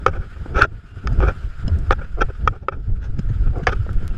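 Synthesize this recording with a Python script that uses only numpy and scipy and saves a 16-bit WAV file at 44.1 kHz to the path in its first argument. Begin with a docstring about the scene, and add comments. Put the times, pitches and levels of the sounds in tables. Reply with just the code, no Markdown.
"""A camera in a hard plastic case is carried up outdoor stairs in a breeze.
From the start, wind buffets the microphone opening and a faint hiss comes through the case.
Each step jolts the case: knocks and rubs make it ring briefly; footfalls and gusts add low thumps.
About a second in come a far chirp, the ping of a loose part and a thin tick; each returns later.
The loudest knocks touch full scale, and two more chirps and a last tick come near the end."""
import sys
import numpy as np
from scipy import signal
from scipy.fft import rfft, irfft
from scipy.io import wavfile
from scipy.ndimage import uniform_filter1d

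SR = 44100
rng = np.random.default_rng(int(sys.argv[2]) if len(sys.argv) > 2 else 0)


def materialize(psi):
    """Save the field psi as 16-bit PCM at rate SR to the path in sys.argv[1].

    A 1-D psi becomes a single channel; in a 2-D psi each row is a channel.
    """
    bounded = np.clip(np.atleast_2d(psi).T, -1, 1)
    quanta = np.round(bounded * 32767).astype(np.int16)
    wavfile.write(sys.argv[1], SR, quanta)


N = 184117


def amp(db):
    """Turn decibels into a gain."""
    return 10 ** (np.asarray(db) / 20)


def evened(x):
    """Scale a signal to an average power of 1."""
    return x / np.sqrt(np.mean(x ** 2) + 1e-20)


def level_at(curve, hz):
    """Read a level between the (f/Hz, level/dB) points of a curve."""
    f, db = np.transpose(curve)
    return np.interp(np.log(hz + 1), np.log(f + 1), db)


def add(mix, start, sound):
    """Mix in a sound at a start time in seconds."""
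    part = mix[round(start * SR):][:len(sound)]
    part += sound[:len(part)]


def shaped_noise(size, colour_db):
    """Noise built from short frames; colour_db(hz, t) says how strong each pitch is at each time."""
    hz = np.fft.rfftfreq(size, 1 / SR)[:, None]
    t = np.arange(4 * N // size + 5) * size / 4 / SR
    real, imag = rng.standard_normal((len(t), len(hz), 2)).T
    spectra = (real + 1j * imag) * amp(colour_db(hz, t))
    return evened(signal.istft(spectra, nperseg=size, noverlap=3 * size // 4)[1][:N])


def wind():
    """Air pushes on the microphone opening: a low rumble, made lumpy by quick swirls."""
    # the breeze over time: t/s, level/dB, tilt under 400 Hz/(dB per octave)
    breeze = [(0.0, -20.5, 1.5), (0.2, -25.5, 0.5), (0.33, -35, 0.5), (0.57, -22.5, 5), (0.7, -26.5, 0),
              (0.88, -41.5, 2.5), (1.09, -16.5, 1), (1.23, -11.5, 1.5), (1.36, -30, 1.5), (1.52, -27, -2.5),
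              (1.7, -17.5, 1), (1.88, -15.5, -1.5), (2.08, -26, -1), (2.2, -20.5, -6.5),
              (2.33, -32.5, -1.5), (2.45, -14, 1), (2.6, -37.5, -1), (2.69, -33, 3), (2.9, -17, -2.5),
              (3.15, -22.5, -0.5), (3.33, -18.5, -2.5), (3.6, -18.5, 0), (3.85, -18.5, -1.5),
              (4.17, -17.5, -0.5)]
    # tone colour of the rumble: f/Hz, relative level/dB
    rumble = [(7.1, -31), (12, 6), (86, -1), (268, -24.5), (421, -27.5), (605, -41), (699, -33.5),
              (765, -48), (900, -39.5), (1170, -73), (1980, -120)]
    times, level_db, tilt = np.transpose(breeze)

    def colour(hz, t):
        octaves = np.log2(np.clip(hz, 12, 400) / 60)
        return level_at(rumble, hz) + np.interp(t, times, tilt) * octaves
    swirls = evened(uniform_filter1d(uniform_filter1d(rng.standard_normal(N), 900), 900))
    buffeting = evened(shaped_noise(2048, colour) * amp(3.52 * swirls))
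    return amp(np.interp(np.arange(N) / SR, times, level_db)) * buffeting


def hiss():
    """Outdoor hiss, coloured by the case, flickers in patches and as a whole."""
    # loudness of the hiss: t/s, level/dB
    loudness = [(0.0, -49), (0.15, -50.5), (0.52, -47.5), (0.64, -55.5), (0.89, -52.5), (1.29, -44),
                (1.5, -48), (1.86, -48), (1.97, -51.5), (2.4, -51), (2.51, -53), (2.66, -63), (2.79, -58),
                (3.05, -55.5), (3.36, -50.5), (3.75, -48), (4.17, -47)]
    # its tone colour through the case: f/Hz, relative level/dB
    spectrum = [(300, -38.5), (500, -21), (1070, -25.5), (1350, -8), (1600, -15.5), (2000, -25),
                (2750, -26), (3300, -28.5), (4300, -35), (5050, -31), (5800, -42.5), (7300, -38.5),
                (9000, -46.5), (11000, -47.5), (14000, -60.5), (16000, -82.5)]

    def colour(hz, t):
        patches = rng.standard_normal((len(t), len(hz))).T
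        patches = evened(uniform_filter1d(uniform_filter1d(patches, 8, axis=0), 12, axis=1))
        flicker = evened(uniform_filter1d(rng.standard_normal(len(t)), 6))
        return level_at(spectrum, hz) + 1.7 * patches + 1.6 * flicker
    level_db = np.interp(np.arange(N) / SR, *np.transpose(loudness))
    return amp(level_db) * shaped_noise(512, colour)


def ring_case(force, boosts_db, pitch=1):
    """A force rings the case's own tones; six boosts, low to high, set how well it reaches them."""
    # tones of the case: f/Hz, level/dB, time to fade by 60 dB/s
    tones = [(397.4, -4, 0.029), (547, -6, 0.036), (803, -10, 0.032), (1300, 0.5, 0.022),
             (1520, -2.5, 0.016), (1802, -11, 0.027), (2326, -10, 0.021), (2623, -10, 0.015),
             (3237, -13.5, 0.02), (3620, -19, 0.022), (4220, -28.5, 0.012), (4570, -28, 0.0099),
             (5000, -16, 0.015), (5730, -6.5, 0.0041), (6810, -21.5, 0.013), (6970, -39.5, 0.0047),
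             (8130, -48.5, .006), (10400, -56.5, .004), (12900, -73, .003)]
    # where the boosts apply, plus a third point that stays at 0 dB: f/Hz
    boost_hz = [500, 780, 1270, 1450, 1780, 2300, 6000]
    curve_db = np.insert(boosts_db, 2, 0)
    sound = np.zeros(len(force))
    for k, (hz, db, fade) in enumerate(tones):
        pole = np.exp((2j * np.pi * hz * pitch - np.log(1000) / fade) / SR)  # one fading tone
        boost = np.interp(np.log(hz), np.log(boost_hz), curve_db)
        tone = signal.lfilter([1], [1, -pole], force * amp(db + boost) + 0j).imag
        sound += (-1) ** k * tone  # neighbouring tones swing opposite ways
    # contacts last long enough to lose the high treble
    return signal.sosfilt(signal.butter(2, 6740, fs=SR, output="sos"), sound)


def knocks(mix):
    """One blow, then a brief rattle of smaller contacts, rings the case."""
    # blows: t/s, peak/dB, boosts at 500, 780, 1780, 2300 and 6000 Hz/dB, pitch factor,
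    # rattle fade time/s, rattle level against the blow/dB
    blows = [(0.0631, 1.5, -5, -8, -5, -7, -12.5, 0.95, 0.0032, -21.5),
             (0.4585, -25, 12, 10.5, -7, 2, -26, 0.65, 0.0016, -29),
             (0.649, -18, 10.5, 16, -13, -8, -25, 0.8, 0.0023, -25),
             (1.0723, -14, -30, -12, 2.5, -5, -4.5, 0.977, 0.00074, 4),
             (1.2036, -14, 7, 10.5, -4, -3, -16, 1.02, 0.00055, -19),
             (1.2283, -19, -7, -5, 0, 1, -23, 1.14, 0.0037, -21),
             (1.68, -25, 3.5, -2, -9, 4.5, 2.5, 1.25, 0.0016, -17),
             (1.9075, 1, -4, 0, -2, -4.5, -48, 0.96, 0.0012, -32),
             (2.4752, -0.5, -17, -13, -8, -1.5, -12, 1, 0.0023, -9.5),
             (2.684, -6, -6.5, -7, -2, -4, -22.5, 1, 0.0031, -9.5),
             (3.1905, -28.5, 13.5, 0, 1, 5, 2.5, 0.996, 0.0017, -42),
             (3.669, -1.5, -6, 4, 9.5, 0.5, -7.5, 0.95, 0.006, -19.5),
             (3.691, -20, -18, 4, 7, 7, -7, 1.1, 0.0025, -23),
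             (3.863, -27, 25, 17, -7, -9, -24, 1.18, 0.0045, -5),
             (3.8909, -24, 0, -1, 3, -18, -29, 1.03, 0.0022, -27)]
    t = np.arange(3000) / SR
    for start, db, *boosts_db, pitch, rattle_fade, rattle_db in blows:
        force = amp(rattle_db) * rng.standard_normal(len(t)) * np.exp(-t / rattle_fade)
        force[0] = 1  # the blow itself
        sound = ring_case(force, np.insert(boosts_db, 2, -3), pitch)  # -3 dB at 1450 Hz
        add(mix, start, amp(db) * sound / abs(sound).max())


def rubs(mix):
    """Something sticks and slips on the case: many tiny, uneven contacts ring it and add grit."""
    # strokes: peak t/s, swell/s, fade/s, level before boosts/dB, boost under 800 Hz/dB,
    # boost at 6000 Hz/dB, pitch factor
    strokes = [(0.08, .008, 0.018, -23, 2, -9, 0.99), (0.134, 0.005, 0.013, -31.5, 3, -16, 0.94),
               (0.163, 0.032, 0.025, -34.5, 6, -13, 0.98), (0.23, 0.038, 0.028, -42, 3, -14, 0.96),
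               (.362, 0.0051, 0.022, -42, 2, -13, 1.01), (.464, 0.016, 0.011, -42.5, -1, -27, 0.95),
               (.565, 0.021, 0.086, -21, -3, -14, 0.98), (.593, 0.029, 0.032, -19, 5.5, -6, 1.06),
               (.616, .008, 0.026, -7, -10.5, -18.5, 1.006), (0.633, .02, .024, -14, -5, -10.5, 1.05),
               (1.226, 0.019, 0.073, -24, 6.5, -15.5, 0.96), (1.284, 0.014, 0.028, -22, 4.5, -11, 1.02),
               (1.684, 0.011, 0.054, -45.5, 13.5, -11, 0.77), (1.927, 0.015, 0.0074, -14.5, 1, -8.5, 1.04),
               (1.991, 0.013, .015, -41, 3.5, -22, 1.1), (2.016, 0.0081, 0.02, -31.5, 2, -17, 0.98),
               (2.046, 0.0077, 0.023, -41.5, 0.5, -8, 1.1), (2.189, 0.021, 0.061, -37.5, 13.5, -14, 0.89),
               (2.22, 0.013, 0.0098, -12, 1, -10.5, 1.012), (2.299, 0.015, 0.013, -34.5, 5.3, -15, 0.98),
               (2.355, 0.005, .012, -39, -8, -9, 0.95), (2.532, .01, 0.027, -42, 10, -28, 0.93),
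               (2.558, .015, .02, -44.5, 9, -7, 0.98), (2.631, 0.0091, 0.022, -55, 15, -2, 1.01),
               (2.724, 0.0069, 0.032, -33, 1.5, -16, .99), (3.044, 0.027, 0.042, -44, 3, 2, 1.07),
               (3.193, 0.0088, .014, -50, -4, 16, 1.2), (3.293, .01, 0.042, -48.5, 8, 6, 1.2),
               (3.475, 0.029, 0.022, -38, -4, -17, 1.02), (3.556, 0.028, 0.037, -45.5, 20, -28, 0.92),
               (3.595, 0.044, 0.024, -41.5, 17.5, -28, 0.88), (3.637, 0.0066, .015, -44, 6, 7, 1.13),
               (3.69, .008, 0.02, -23.5, 4.5, -5, 0.97), (3.729, .014, 0.0096, -23.5, -0.5, -5.5, 0.978)]
    # the gritty part that does not ring: f/Hz, relative level/dB
    grit_colour = [(300, -36), (1500, -13), (4300, -27.5), (7500, -40), (12000, -51), (16000, -64.5)]
    swell_db, fade_db = 12, 18.5  # how far a stroke rises, then falls
    touch_s, lift_s, slips_per_s = 0.008, 0.0014, 3000
    for peak, swell, fade, db, low_db, treble_db, pitch in strokes:
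        chance, size, sign = rng.random((8000, 3)).T
        slips = (chance < slips_per_s / SR) * amp(-3.5 * np.log(size + 0.036)) * np.sign(sign - 0.5)
        t = np.arange(len(slips)) / SR - swell - touch_s  # zero at the peak
        level_db = db - np.where(t < 0, -swell_db * t / swell, fade_db * t / fade)
        touch = np.clip((t - t[0]) / touch_s, 0, 1)
        lift = np.clip((fade + lift_s - t) / lift_s, 0, 1)
        stroke = amp(level_db) * touch * lift
        plain_level = np.sqrt(np.mean(ring_case(slips, np.zeros(6)) ** 2))
        ringing = ring_case(slips * stroke, [low_db, low_db, 6, -2, -2, treble_db], pitch) / plain_level
        scratch = 0.42 * evened(slips) + rng.standard_normal(len(t))
        hz = np.fft.rfftfreq(len(t), 1 / SR)
        grit = irfft(rfft(scratch) * amp(level_at(grit_colour, hz)), len(t))
        add(mix, peak + t[0], ringing + grit * stroke * amp(treble_db + 16.5))


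def thumps(mix):
    """Footfalls passing through the body, and single gusts, make a few slow swings of pressure."""
    # low jolts: t/s, level/dB, f/Hz, number of swings
    jolts = [(0.1, -19.5, 54.3, 1.2), (0.548, -8.5, 49.5, 1.63), (1.039, -17, 46.2, 5),
             (1.144, -20, 90, 4.3), (1.187, -10, 51.8, 5.6), (1.675, -17.5, 194, 2.16),
             (1.69, -10, 81.5, 8.1), (2.191, -10, 27, 1.73), (2.284, -14.5, 61.4, 0.98),
             (3.675, -18.5, 40.7, 1.8), (3.453, -10, 21.7, .8), (2.41, -14.5, 67, 5.1),
             (3.189, -13, 158, 2.2), (3.297, -14.5, 110.3, 3.5), (3.301, -24.5, 260, 1.6),
             (3.493, -9.5, 60.7, 0.9), (3.786, -12.5, 96, 3.45), (4.021, -24, 65.5, 2.8)]
    for start, db, hz, swings in jolts:
        turns = np.arange(0, swings, hz / SR)
        swell = np.sin(np.pi * turns / swings) ** 1.07
        add(mix, start, amp(db) * swell * np.sin(2 * np.pi * turns))


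def chirps(mix):
    """Thin, far-off tones swell and die away."""
    # faint chirps: t/s, length/s, peak/dB, f/Hz
    calls = [(.88, .085, -59.5, 2800), (3.8, 0.018, -55, 2880), (4.1, 0.022, -52, 2740)]
    for start, length, db, hz in calls:
        t = np.arange(0, length, 1 / SR)
        add(mix, start, amp(db) * np.sin(np.pi * t / length) * np.sin(2 * np.pi * hz * t))


def pings(mix):
    """A small loose part rings with one short, high tone."""
    hz, fade_s = 5140, 0.029
    t = np.arange(1500) / SR
    tone = np.sin(2 * np.pi * hz * t) * np.minimum(t / 0.0007, 1)
    for start, db in [(1.0728, -38), (1.679, -31), (3.191, -39.5)]:
        add(mix, start, amp(db - 60 * t / fade_s) * tone)


def ticks(mix):
    """Very short puffs of noise sound as dry ticks with no ring."""
    # puffs: t/s, peak/dB, low edge f/Hz, fade time/s
    puffs = [(1.128, -46, 6000, 0.0042), (1.786, -43.5, 5000, 0.0044), (3.584, -47, 5000, 0.0025),
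             (3.93, -41, 2000, 0.0036), (4.0793, -20.5, 250, 0.000016)]
    t = np.arange(600) / SR
    for start, db, low_hz, fade in puffs:
        band = signal.butter(1, [low_hz, 7000], "band", fs=SR, output="sos")
        puff = signal.sosfilt(band, rng.standard_normal(len(t)) * np.exp(-t / fade))
        add(mix, start, amp(db) * puff / abs(puff).max())


def scene():
    """Lay the short sounds over the wind and hiss, in one channel."""
    mix = wind() + hiss()
    for source in (knocks, rubs, thumps, chirps, pings, ticks):
        source(mix)
    return mix[None]


def record(dry):
    """The camera rounds off peaks near full scale, then cuts the highest treble."""
    rounded = dry / (1 + abs(dry) ** 10) ** (1 / 10)
    treble_cut = signal.firwin(511, cutoff=15800, window=("kaiser", 9), fs=SR)
    return signal.oaconvolve(rounded, treble_cut[None], "same")


dry = scene()
out = record(dry)
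materialize(out)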